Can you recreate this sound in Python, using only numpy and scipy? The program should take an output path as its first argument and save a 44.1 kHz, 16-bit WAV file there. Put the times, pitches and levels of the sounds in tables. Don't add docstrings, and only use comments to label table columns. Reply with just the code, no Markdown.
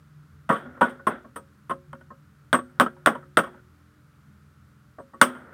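import sys
import numpy as np
from scipy import signal
from scipy.fft import rfft, irfft, next_fast_len
from scipy.io import wavfile
from scipy.ndimage import uniform_filter1d

SR = 44100
rng = np.random.default_rng(int(sys.argv[2]) if len(sys.argv) > 2 else 0)


def field_ratio(decibels):
    return 10 ** (np.asarray(decibels, dtype=float) / 20)


def file_out(sig):
    cols = np.atleast_2d(sig).T
    lim = np.clip(cols, -1, 1)
    pcm = np.round(lim * 32767).astype(np.int16)
    wavfile.write(sys.argv[1], SR, pcm)


N = 243873

# [f/Hz, relative level/dB, undamped t60/s]
PLATE = [(224.4, -1.5, 0.19), (249.9, -4, 0.35), (362.3, -16.5, 0.74), (546, -4, 0.25), (630, -3, 0.039),
         (830, -8.5, 0.036), (955, -7.5, 0.12), (1071, -3.5, 0.058), (1130, -5, 0.11), (1262, -11, 0.16),
         (1303, -5.5, 0.042), (1391, -15, 0.096), (1475, -11, 0.092), (1595, -14.5, 0.23),
         (1769, -11.5, 0.053), (1875, -10, 0.062), (2080, -15, 0.07), (2280, -25, 0.096), (2730, -26, .09),
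         (2959, -15, 0.039), (3070, -16.5, .07), (3180, -26.5, .08), (3250, -23.5, 0.08),
         (3700, -29.5, 0.041)]
# [f/Hz, relative level per Hz/dB]
RASP_COLOUR = [(1500, -50), (2300, -17), (2900, -13), (3180, -8), (3320, 0), (3500, -7), (3800, -13),
               (4200, -25), (7000, -45)]


def evened(x):
    return x / np.sqrt(np.mean(x ** 2) + 1e-20)


def read(points, hz):
    f, value = np.transpose(points)
    return np.interp(np.log(hz + 1), np.log(f + 1), value)


def add(mix, s, sound):
    part = mix[round(s * SR):][:len(sound)]
    part += sound[:len(part)]


def coloured(white, points):
    hz = np.fft.rfftfreq(len(white), 1 / SR)
    return irfft(rfft(white) * field_ratio(read(points, hz)), len(white))


def wander(per_s):
    steps = rng.standard_normal(N // 256 + 2)
    steps = uniform_filter1d(steps, max(round(SR / 256 / per_s), 1))
    return evened(np.interp(np.arange(N), np.arange(len(steps)) * 256, steps))


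def engine():
    # [multiple of the idle rate, level before trim and swell/dB]
    orders = [(3, -67), (4, -60.5), (6, -61.5), (7, -60), (8, -69), (9, -72), (10, -65.5), (12, -77.5),
              (14, -70.5), (18, -86.5), (21, -81.5), (28, -82.5)]
    # [t/s, gain/dB]
    drone = [(0, 3), (.45, 8), (.8, -1), (1.3, -6.5), (1.999, 7.5), (2.501, -3), (3.001, 2.5), (3.5, 1.5),
             (3.9, -13.5), (4.201, 1.5), (4.75, 1), (5.0, -9.5), (5.53, 3)]
    mean_idle_hz, other_orders_trim_db = 20.77, -3.5
    seventh_db = np.interp(np.arange(N) / SR, *np.transpose(drone))
    turns = np.cumsum(mean_idle_hz * (1 + 0.015 * wander(2.9))) / SR
    throb_db = 1.1 * wander(8.4)
    idle = np.zeros(N)
    for multiple, db in orders:
        swell_db = seventh_db if multiple == 7 else other_orders_trim_db
        fade_db = 4.0 * wander(14)
        tone = np.sqrt(2) * np.sin(2 * np.pi * (multiple * turns + rng.random()))
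        idle += field_ratio(db + swell_db + throb_db + fade_db) * tone
    return idle


def air():
    # [f/Hz, relative level per Hz/dB]
    air_colour = [(15, -43.5), (25, -17), (64, -5.5), (145, -4), (230, -12.5), (286, -10), (336, -13),
                  (680, -21.5), (941, -19.5), (1340, -8.5), (1710, -17.5), (2630, -26), (7160, -32.5),
                  (13700, -34.5), (15900, -38), (16400, -69)]
    hiss = coloured(rng.standard_normal(next_fast_len(N)), air_colour)[:N]
    return field_ratio(-63 + 0.16 * wander(4.3)) * evened(hiss)


def plate_modes():
    hz, db, t60 = np.transpose(PLATE)[:, :, None]
    t = np.arange(14000) / SR
    sign = (-1.) ** np.arange(len(PLATE))[:, None]
    return sign * field_ratio(db - 60 * t / t60) * np.sin(2 * np.pi * hz * t)


def contact(modes, level_db, sizzle_db, decay_s, spot_hz):
    # [f/Hz, relative level per Hz/dB]
    clatter_colour = [(59, -47.5), (100, -19.5), (212, -1), (380, -7.5), (574, -4), (795, -7.5),
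                      (927, -6.5), (1010, -3), (1330, 0), (1550, -6), (2260, -23.5), (2820, -22.5),
                      (4410, -48.5), (6000, -62), (7800, -57.5), (13200, -120)]
    # [f/Hz, relative level per Hz/dB]
    sizzle_colour = [(2650, -48.5), (4500, -10), (5780, -8), (6370, -14), (6610, -9), (7280, -15),
                     (7760, -5), (8680, 5.5), (10800, -13), (11600, -22), (12200, -9), (12600, -20.5),
                     (13400, -5), (14200, -10), (16100, -17.5)]
    t = np.arange(modes.shape[1]) / SR
    decay_s = np.clip(decay_s, .01, .4)
    white = rng.standard_normal((4, len(t)))
    bright_db = sizzle_db + 26
    bite_db = 0.6 * bright_db + 0.073 * level_db
    thud_db = -11.5 - 0.11 * level_db - 0.12 * bright_db - 2.5 * np.log2(spot_hz / 1200)
    soft = field_ratio(-.35 * level_db) * min(decay_s / .06, 1) ** 2

    mode_hz = np.transpose(PLATE)[0]
    favour_db = 14 * np.exp(-(np.log(mode_hz / spot_hz) / .025) ** 2)
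    low_mode_db = (thud_db - 0.5) * np.clip((800 - mode_hz) / 500, 0, 1)
    weight = field_ratio(favour_db + low_mode_db + bite_db * (mode_hz > 2000))
    deep = mode_hz < 600
    chatter = white[0] * field_ratio(-15.5 - 60 * t / (.5 * decay_s))
    chatter[0] += 1
    struck = (weight * deep) @ modes + (weight * ~deep) @ modes * field_ratio(-11 * t / decay_s)
    ring = signal.fftconvolve(chatter, struck)[:len(t)] * (1 - np.exp(-t / (0.0013 * soft)))

    hz = np.fft.rfftfreq(len(t), 1 / SR)
    bite = field_ratio(bite_db / (1 + (1900 / (hz + 1)) ** 4))
    body = rfft(evened(coloured(white[1], clatter_colour))) * bite
    low = 1 / (1 + (hz / 650) ** 6)
    bass, upper = irfft(body * low, len(t)), irfft(body * (1 - low), len(t))
    rasp, sizzle = evened(coloured(white[3], RASP_COLOUR)), evened(coloured(white[2], sizzle_colour))
    # (sound, level/dB, rise/s, decay factor)
    bands = ((bass, thud_db + 13, .006, 1.5),
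             (upper, 0, .0008 * soft, 1.05),
             (rasp, bite_db - 25, .0005 * soft, 1.2),
             (sizzle, sizzle_db + 1.0, 0.00018 * soft, 1.3))
    clatter = sum(field_ratio(db - 60 * t / (last * decay_s)) * (1 - np.exp(-t / rise)) * band
                  for band, db, rise, last in bands)
    ring_db, clatter_db = -22.5 - 0.27 * level_db, -8 + 0.09 * level_db
    return field_ratio(level_db) * (field_ratio(ring_db) * ring + field_ratio(clatter_db) * clatter)


def yard(x):
    # [f/Hz, t60/s]
    echo_decay = [(150, 0.27), (600, 0.29), (1500, 0.31), (4000, 0.32), (12000, 0.56)]
    hz, t, z = signal.stft(rng.standard_normal(SR), SR, nperseg=256)
    dying = z * field_ratio(-60 * t / read(echo_decay, hz)[:, None])
    tail = signal.istft(dying, SR, nperseg=256)[1]
    tail[:400] = 0
    return signal.fftconvolve(x, tail / np.linalg.norm(tail))[:N]


def shiver(modes, length_s, first_db, t60, linger_db, rasp_db):
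    # [f/Hz, relative level per Hz/dB]
    body_colour = [(100, -24), (250, -4), (400, -6.5), (550, -5), (800, -11), (1100, -14.5), (1400, 1.5),
                   (1650, -9), (2000, -16), (2600, -31.5), (5000, -72.5)]
    linger_rasp_db, fade_s = -34.5, .015
    t = np.arange(0, length_s, 1 / SR)
    lumps = evened(uniform_filter1d(rng.standard_normal(SR // 2 + modes.shape[1]), 300))
    taps = rng.standard_normal(len(lumps)) * field_ratio(1.4 * lumps)
    ring = evened(signal.fftconvolve(taps, modes.sum(0), "valid")[:len(t)])
    body = evened(coloured(taps[:len(t)], body_colour))
    rasp = evened(coloured(taps[:len(t)], RASP_COLOUR))
    dying, lingering = field_ratio(first_db - 60 * t / t60), field_ratio(linger_db)
    rasp_level = dying * field_ratio(rasp_db) + lingering * field_ratio(linger_rasp_db)
    sound = (dying + lingering) * (0.36 * ring + 0.97 * body) + rasp_level * rasp
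    return sound * np.clip(np.minimum(t, t[::-1]) / fade_s, 0, 1)


def chisel(db, tilt_db):
    # [f/Hz, relative level/dB, t60/s, share of the tilt]
    bar_modes = [(8450, 0, .11, -.4), (8630, -12, .08, 0), (9399, -8, .08, .6), (11500, -20, .09, 0),
                 (11970, -22, .07, 0), (13880, -13, .1, 0), (15430, -25, .14, .1)]
    t = np.arange(12000) / SR
    slow = uniform_filter1d(rng.standard_normal((len(bar_modes), len(t))), 150, axis=1)
    flutter = 1 + .45 * evened(slow)
    song = np.zeros(len(t))
    for (hz, level, t60, share), wobble in zip(bar_modes, flutter):
        song += field_ratio(db + level + share * tilt_db - 60 * t / t60) * np.sin(2 * np.pi * hz * t) * wobble
    return song * (1 - np.exp(-t / 0.0028))


def crack(db):
    # [f/Hz, relative level/dB, t60/s]
    crack_tones = [(1394, 0.5, 0.0058), (3530, -11, 0.0051), (9400, -13, 0.0028), (16310, -24, 0.0028)]
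    t = np.arange(1500) / SR
    tones = sum(field_ratio(db + level + 8.0 - 60 * t / t60) * np.sin(2 * np.pi * hz * t)
                for hz, level, t60 in crack_tones)
    return tones * (1 - np.exp(-t / 0.00057))


def scene():
    # [t/s, strike level/dB, sizzle level re strike/dB,
    # decay scale/s, favoured plate pitch f/Hz]
    contacts = [(0.491, -13.5, -21.5, 0.062, 630), (.498, -3.5, -41.5, 0.071, 1094),
                (.507, -12, -29.5, 0.14, 1262), (0.522, -19, -21.5, 0.15, 1135),
                (0.561, -28.5, -20.5, 0.16, 1584), (.65, -40, -52, .2, 252.7),
                (0.771, -35.5, -45, 0.062, 1475), (.810, -4.5, -30.5, 0.055, 955),
                (.816, 0, -36.5, 0.042, 955), (.825, -12, -26.5, 0.14, 1475),
                (.893, -32.5, -15.5, 0.12, 1475), (.9935, -38.5, -52, 0.093, 1490),
                (1.068, -8.5, -27, 0.11, 1071), (1.242, -40.5, -48, 0.1, 630),
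                (1.359, -23, -18.5, 0.096, 1230), (1.696, -17.5, -29, 0.052, 1071),
                (1.706, -16.5, -27, 0.087, 1071), (1.9305, -22.5, -27, 0.022, 1475),
                (1.948, -35.5, -23, 0.029, 1391), (2.008, -38, -26, 0.04, 1475),
                (2.103, -35.5, -56.5, 0.082, 1060), (2.529, -3.5, -22, 0.076, 1475),
                (2.539, -4.5, -27, 0.093, 1303), (2.586, -19.5, -35, 0.063, 1112),
                (2.799, 0.5, -27.5, 0.053, 1262), (2.805, -2.5, -20.5, 0.083, 1391),
                (2.833, -17.5, -28, 0.094, 1303), (2.862, -15, -31.5, 0.038, 1303),
                (2.963, -41.5, -39.5, .052, 830), (3.06, -5, -14.5, 0.045, 1066),
                (3.069, -1, -26, 0.1, 1391), (3.15, -21.5, -29.5, 0.058, 955),
                (3.225, -41.5, -38, 0.06, 1303), (3.371, 2.5, -24, 0.057, 1262),
                (3.387, -4.5, -22.5, 0.074, 1303), (3.434, -24.5, -20.5, 0.11, 1475),
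                (3.466, -30.5, -27.5, 0.095, 955), (3.541, -41, -36, 0.04, 830),
                (4.984, -28.5, -55, 0.038, 630), (4.996, -32, -54.5, .07, 630),
                (5.134, -34.5, -62, 0.039, 830), (5.141, -37, -51, 0.076, 1140),
                (5.214, 2.5, -13.5, 0.043, 1262), (5.222, -4.5, -12.5, 0.097, 1163),
                (5.266, -28, -14, 0.14, 1262), (5.298, -31, -24, 0.054, 1391),
                (5.346, -35.5, -21, 0.22, 1391)]
    # [start t/s, end t/s, first level/dB, t60/s, lingering level/dB, rasp level re first/dB]
    shivers = [(0.531, 0.817, -30.5, 0.33, -53, -19.5), (0.841, 1.07, -27, 0.25, -64, -21.5),
               (1.098, 1.342, -28, 0.25, -77, -23), (2.58, 2.82, -29.5, 0.082, -62, -15.5),
               (2.868, 3.08, -33, 0.1, -63.5, -24), (3.104, 3.29, -31.5, 0.25, -67, -26),
               (3.407, 3.617, -36.5, 0.34, -62, -20), (5.25, 5.551, -34, 0.28, -51, -14)]
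    # [t/s, level/dB, tilt from its first toward its third listed mode/dB]
    rings = [(1.069, -36, 21.5), (1.359, -39.5, 12), (1.694, -46.5, 21), (2.532, -31, -7.5),
             (2.547, -31.5, -7.5), (2.802, -50, -11), (3.063, -43.5, 20), (3.374, -28.5, 8),
             (4.989, -66.5, -29), (5.137, -73, -18.5), (5.213, -36, -8)]
    # [t/s, relative level/dB]
    cracks = [(2.5292, -3.5), (2.799, 0), (3.061, 0), (3.3711, -1), (5.2156, 5.5)]
    steel, modes = np.zeros(N), plate_modes()
    for s, *row in contacts:
        add(steel, s, contact(modes, *row))
    for start, end, *row in shivers:
        add(steel, start, shiver(modes, end - start, *row))
    for s, *row in rings:
        add(steel, s, chisel(*row))
    for s, db in cracks:
        add(steel, s, crack(db))
    return (engine() + air() + steel + field_ratio(-31.5) * yard(steel))[None]


def top_cut(x):
    return signal.sosfilt(signal.butter(12, 16290, fs=SR, output="sos"), x)


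def record(dry):
    thin = signal.sosfilt(signal.butter(2, 50, "high", fs=SR, output="sos"), dry)
    return top_cut(np.clip(thin, -1, 1))


dry = scene()
out = record(dry)
file_out(out)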